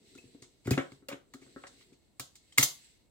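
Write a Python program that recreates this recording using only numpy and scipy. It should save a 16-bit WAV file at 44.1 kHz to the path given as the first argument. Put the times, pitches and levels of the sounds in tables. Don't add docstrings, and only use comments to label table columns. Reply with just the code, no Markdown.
import sys
import numpy as np
from scipy import signal
from scipy.fft import rfft, irfft
from scipy.io import wavfile

SR = 44100
rng = np.random.default_rng(int(sys.argv[2]) if len(sys.argv) > 2 else 0)


def volts_from_decibels(level):
    exponent = np.asarray(level, float) / 20
    return 10 ** exponent


def master(y):
    cut = np.clip(np.atleast_2d(y).T, -1, 1)
    pcm = np.round(cut * 32767)
    wavfile.write(sys.argv[1], SR, pcm.astype(np.int16))


N = 136710

# (pitch [Hz], level [dB], time to fade by 60 dB [s])
BOARD_TONES = [(273.3, 0.5, 0.082), (356.8, -3, 0.055), (437, 0.5, 0.044), (434, -10, 0.062),
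               (662, -26.5, 0.095)]
# (pitch [Hz], level [dB], time to fade by 60 dB [s])
DESK_TONES = [(70, -1.5, 0.054), (125.2, 12.5, 0.081), (145.2, -0.5, 0.23), (176, -12.5, 0.29)]
STICK_T60_S = 0.0018


def ring(force, hz, t60):
    r = volts_from_decibels(-60 / (t60 * SR))
    w = 2 * np.pi * hz / SR
    return signal.lfilter([0, np.sin(w)], [1, -2 * r * np.cos(w), r * r], force + 1e-18)


def strike(force, tones):
    vary_db, detune = 1.5, 0.02
    out = 0
    for k, (hz, db, t60) in enumerate(tones):
        a, b = rng.standard_normal(2)
        sign = (-1) ** k
        out = out + sign * volts_from_decibels(db + vary_db * a) * ring(force, hz * (1 + detune * b), t60)
    return out


def add(out, x, s):
    i = int(s * SR)
    out[i:i + len(x)] += x[:N - i]


def rms_one(x):
    return x / np.sqrt(np.mean(x ** 2) + 1e-20)


def in_time(rows):
    return volts_from_decibels(np.interp(np.arange(N) / SR, *np.transpose(rows)))


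def at_hz(points, hz):
    x, y = np.transpose(points)
    return np.interp(np.log(hz), np.log(x), y)


def drift(rate):
    r = np.exp(-80 * np.pi * rate / SR)
    steps = rng.standard_normal(N // 40 + 2002)
    slow = signal.lfilter([1], [1, -2 * r, r * r], steps)[2000:]
    return np.interp(np.arange(N) / 40, np.arange(len(slow)), rms_one(slow))


def knocks():
    # (time [s], board peak [dB], desk thump against board [dB], plastic against board [dB])
    bumps = [(0.152, -42.5, -26, -28), (0.183, -48, -41, -38), (0.237, -47, -25, -31),
             (0.248, -69, 10, -33), (0.346, -43, -37, -21), (0.418, -49, -12.5, -43), (0.655, -37, -7, -30),
             (0.673, -20, -12.5, -9), (0.708, -15.5, -3.5, -9), (0.774, -17.5, -31, -3),
             (0.782, -34.5, -25, 15), (0.789, -33, -11.5, -32), (0.917, -42.5, -9.5, -9),
             (1.022, -50, -48, -4.5), (1.088, -43, -32, 7.5), (1.113, -39, -30, 7.5),
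             (1.127, -35, -23, -16), (1.137, -36.5, -27.5, -22), (1.341, -40, -28, -4.5),
             (1.349, -42.5, -42, -41), (1.416, -45.5, -21, -35), (1.462, -54.5, -4.5, 3.5),
             (1.56, -38, -29, 3), (1.637, -46.5, -22, 12.5), (1.919, -50, -18.5, -13),
             (2.198, -46, -6, 7.5), (2.582, -31.5, -9.5, 0.5), (2.589, -26.5, -11, -23),
             (2.629, -36.5, -9.5, -7.5)]
    # (pitch [Hz], level [dB], time to fade by 60 dB [s])
    plastic_tones = [(543, -11, 0.091), (820, -13, 0.011), (1090, -4.5, 0.015), (1290, 2.5, 0.0075),
                     (1328, -2, 0.029), (1630, -3.5, 0.017), (754, -9, 0.022), (1960, 1, .01)]
    contact_hz = 860
    bump_delay_s = 0.002016
    out = np.zeros(N)
    t = np.arange(SR // 3) / SR
    push = t * np.exp(-2 * np.pi * contact_hz * t)
    push = push / push.sum()
    for s, db, desk_db, plastic_db in bumps:
        board = strike(push, BOARD_TONES)
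        desk = volts_from_decibels(desk_db) * strike(push, DESK_TONES)
        plastic = volts_from_decibels(plastic_db + 4.5) * strike(push, plastic_tones)
        add(out, volts_from_decibels(db - 3) * (board + desk + plastic), s + bump_delay_s)
    return out


def thin(humps):
    return [(hz, db, STICK_T60_S) for hz, db in humps]


def blur(tones):
    click = np.zeros(SR // 50)
    click[0] = 1
    out = 0
    for k, (hz, db, t60) in enumerate(tones):
        same_energy = np.sqrt(t60 / STICK_T60_S)
        out = out + (-1) ** k * volts_from_decibels(db) * same_energy * ring(click, hz, STICK_T60_S)
    return out


def snaps():
    # (time [s], level [dB], low share against level [dB], top share against level [dB], chatter length [s])
    clicks = [(.151, -51.5, -11, -29, 0.0023), (0.175, -55.5, -5.5, -6, 0.0048),
              (0.42, -45, -9, -18, 0.0037), (.432, -61, -1.5, -18, 0.009), (0.644, -54, -1, -8, 0.029),
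              (0.67, -41.5, 1, -0.5, 0.0017), (0.7063, -28.5, -6, 1.5, 0.0037),
              (0.729, -55.5, 18.5, -6, 0.006), (0.777, -38, 12, -18, 0.0016), (0.784, -45, 13, -14.5, .001),
              (0.789, -54.5, 10.5, -12, 0.0023), (0.795, -56, 15, -11, .004), (.806, -55, 9.5, -15.5, .008),
              (0.919, -52, 0, -9, 0.0016), (1.0848, -38, 1.5, 1.5, 0.0024), (1.099, -56, 7.5, -8.5, 0.0068),
              (1.115, -54.5, 6, -20, 0.0063), (1.121, -56.5, 15.5, -11.5, 0.0069),
              (1.336, -47, -4.5, -3, 0.0032), (1.414, -62.5, 2.5, -17, 0.012),
              (1.635, -69.5, 23.5, -29, 0.0026), (1.666, -48.5, -7, -37, 0.006),
              (1.807, -67, 5.5, -20, 0.0072), (1.928, -62.5, -8, -16, 0.0048),
              (2.1954, -30.5, -5, -1, 0.0025), (2.353, -47.5, -15.5, -7.5, 0.0037),
              (2.521, -54.5, -8, -12, 0.0053), (2.5759, -22.5, -5, 0.5, 0.0034),
              (2.5813, -10.5, -6, 1.5, 0.0015), (2.595, -26.5, -12, 0.5, 0.003),
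              (2.606, -27, -8, 0.5, 0.0066), (2.626, -18, -13.5, 6, 0.0041), (2.636, -22.5, -14, 0, 0.0027)]
    # (pitch [Hz], level [dB], time to fade by 60 dB [s])
    low_tones = [(1200, -2.5, 0.0068), (1696, -2.5, 0.007), (2061, 6.5, 0.0066), (2258, 5.5, .01),
                 (2520, -1.5, 0.0062), (2830, -6.5, 0.017), (3494, -4, 0.0041)]
    # (pitch [Hz], level [dB])
    mid_humps = [(3700, 2.5), (4500, 7), (5300, 6.5), (6200, 6.5), (7400, 6.5), (8500, 3.5), (9600, -5)]
    # (pitch [Hz], level [dB])
    top_humps = [(10800, -0.41), (11800, 1), (12900, 1), (14000, -3.5), (15100, 0.36)]
    chatter_per_s, chatter_spread_db = 7000, 3
    rise_share = 0.96
    mid_tones, top_tones = thin(mid_humps), thin(top_humps)
    low_blur, mid_blur, top_blur = blur(low_tones), blur(mid_tones), blur(top_tones)
    out, spread = np.zeros(N), np.zeros(N)
    t = np.arange(SR // 8) / SR
    for s, db, low_db, top_db, length in clicks:
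        length = max(length, 0.0005)
        swell = 1 - np.exp(-(t + 1 / SR) / (rise_share * length))
        shape = swell * np.exp(-t / length)
        hit = rng.random((3, len(t))) < chatter_per_s / SR
        size = rng.standard_normal((3, len(t)))
        force = hit * np.sign(size) * volts_from_decibels(chatter_spread_db * size) * shape
        force = force / np.sqrt(np.sum(force ** 2, axis=1, keepdims=True) + 1e-12)
        mid, low, top = force * np.sqrt(length / 0.00087)
        direct = strike(mid, mid_tones)
        direct = direct + volts_from_decibels(low_db) * strike(low, low_tones)
        direct = direct + volts_from_decibels(top_db) * strike(top, top_tones)
        add(out, volts_from_decibels(db) * direct, s)
        to_walls = mid_blur + volts_from_decibels(low_db) * low_blur + volts_from_decibels(top_db) * top_blur
        add(spread, volts_from_decibels(db) * np.sqrt(length / 0.00072) * to_walls, s + length)
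    return out, spread


def parts():
    # (time [s], peak level [dB], pitch [Hz], time to fade by 60 dB [s])
    pings = [(0.151, -54, 1390, 0.047), (0.184, -46, 2600, 0.066), (0.423, -51, 4200, 0.012),
             (.676, -40, 1380, 0.043), (0.718, -28.5, 2520, 0.046), (0.776, -23, 1370, 0.038),
             (0.799, -36.5, 1452, 0.015), (1.087, -38.5, 560, 0.12), (1.087, -51, 2870, .03),
             (1.113, -46, 523, .06), (1.339, -42, 1200, 0.032), (1.342, -50, 4170, 0.037),
             (1.637, -64, 3020, 0.012), (2.524, -47, 3140, 0.024), (2.583, -7, 2100, 0.024),
             (2.584, -22.5, 1270, 0.027), (2.629, -24.5, 7280, 0.038), (2.63, -16, 6300, 0.046)]
    out = np.zeros(N)
    t = np.arange(SR // 5) / SR
    swell = 1 - np.exp(-t / 0.001)
    for s, db, hz, t60 in pings:
        fade = volts_from_decibels(db - 60 * t / t60)
        add(out, fade * swell * np.sin(2 * np.pi * hz * t), s)
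    return out


def shuffle():
    # (time [s], level [dB])
    pressing = [
        (0, -56),
        (.25, -63),
        (.45, -61),
        (.6, -72),
        (.95, -63),
        (1.25, -68.5),
        (1.5, -55.5),
        (1.9, -61),
        (2.1, -81.5),
        (3.1, -84),
    ]
    lumps = rng.standard_normal(N) * volts_from_decibels(1.9 * drift(7.4))
    force = signal.lfilter([0.1], [1, -0.9], lumps)
    board = rms_one(strike(force, BOARD_TONES[:3]))
    desk = rms_one(strike(force, DESK_TONES))
    return in_time(pressing) * volts_from_decibels(-8.5) * rms_one(board + 0.26 * desk)


def rustle():
    # (time [s], level [dB])
    rustle_level = [(0, -73.5), (.1, -63), (.25, -66), (.5, -72.5), (.62, -73), (.95, -67.5), (1.05, -79.5),
                    (1.3, -78.5), (1.45, -65.5), (1.6, -66), (1.82, -63), (1.92, -72.5), (2.1, -78.5),
                    (2.5, -69), (2.85, -62), (3.0, -71), (3.1, -81)]
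    # (pitch [Hz], width [Hz], level [dB])
    resonances = [(2210, 75, -2.5), (2900, 300, -13.5), (4200, 780, -3.5), (4900, 2600, -8.5), (6200, 270, -9.5),
                  (7800, 530, 1), (9400, 470, -6)]
    grains = rng.standard_normal((2, N)) * volts_from_decibels(2.0 * rng.standard_normal((2, N)))
    airy = 0
    for hz, width, db in resonances:
        flicker = volts_from_decibels(db + 2.0 * drift(8))
        airy = airy + flicker * rms_one(ring(grains, hz, 2 / width)) * np.sqrt(width)
    airy_band = signal.butter(4, [1750, 8800], "band", fs=SR, output="sos")
    airy = rms_one(signal.sosfilt(airy_band, airy))
    fizz_band = signal.butter(2, 10500, "high", fs=SR, output="sos")
    fizz = rms_one(signal.sosfilt(fizz_band, grains))
    return in_time(rustle_level) * (airy + volts_from_decibels(-13) * fizz)


def floor():
    # (pitch [Hz], level [dB])
    colour = [(15, -10), (25, 5), (161, -9), (344, -7.5), (463, -17), (560, -16), (3080, -42), (16000, -39)]
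    # (pitch [Hz], likeness [0 to 1])
    likeness = [(60, 0.44), (240, 0.39), (950, 0.31), (3770, 0.89), (15000, 0.91)]
    edges = 22 * 2 ** np.arange(0, 9.9, 0.5)
    white = rng.standard_normal((2, 2, N))
    out = 0
    for k, (low, high) in enumerate(zip(edges, edges[1:])):
        band = signal.butter(2, [low, high], "band", fs=SR, output="sos")
        mid, side = signal.sosfilt(band, white[k % 2])
        hz = np.sqrt(low * high)
        alike = np.clip(at_hz(likeness, hz), 0, 1)
        pair = np.sqrt(1 + alike) * mid + np.sqrt(1 - alike) * side * [[1], [-1]]
        out = out + volts_from_decibels(at_hz(colour, hz)) * pair
    return volts_from_decibels(-68.5) * rms_one(out)


def place(x):
    move_s = 2.0
    lag_s = -0.00017
    board_pan_db, pile_pan_db = 1.6, 0.3
    top_turn = 1.8
    hz = np.arange(N // 2 + 1) * SR / N
    turn = top_turn * np.tanh(2 * np.pi * hz * lag_s / top_turn)
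    late = np.arange(N) > move_s * SR
    out = 0
    for part, pan_db in ((x * ~late, board_pan_db), (x * late, pile_pan_db)):
        spectrum = rfft(part)
        ports = [volts_from_decibels(pan_db * side / 2) * irfft(spectrum * np.exp(-0.5j * side * turn), N)
                 for side in (1, -1)]
        out = out + np.array(ports)
    return out


def room(x):
    t60_s, top_t60_s, split_hz = 0.26, 0.085, 5100
    gap_s, bass_cut_hz = 0.0026, 590
    t = np.arange(SR // 2) / SR
    noise = rng.standard_normal((2, len(t)))
    low = signal.sosfilt(signal.butter(1, split_hz, fs=SR, output="sos"), noise)
    tail = low * volts_from_decibels(-60 * t / t60_s) + (noise - low) * volts_from_decibels(-60 * t / top_t60_s)
    tail = tail * (1 - np.exp(-(t / gap_s) ** 2))
    tail = tail / np.sqrt(np.sum(tail ** 2) / 2)
    tail = signal.sosfilt(signal.butter(2, bass_cut_hz, "high", fs=SR, output="sos"), tail)
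    return signal.fftconvolve(tail, x[None])[:, :N]


def scene():
    body = knocks() + shuffle()
    pings = parts()
    edges, spread = snaps()
    direct = place(body + pings + edges)
    echoes = volts_from_decibels(-1) * room(body + volts_from_decibels(-10) * pings + spread)
    return direct + echoes + rustle() + floor()


def band_limit(x):
    return signal.sosfilt(signal.butter(12, 16820, fs=SR, output="sos"), x)


def record(dry):
    low_cut = signal.butter(3, 51.5, "high", fs=SR, output="sos")
    top_cut = signal.cheby2(12, 60, 16800, fs=SR, output="sos")
    mix = signal.sosfilt(top_cut, signal.sosfilt(low_cut, dry))
    return band_limit(mix)


dry = scene()
out = record(dry)
master(out)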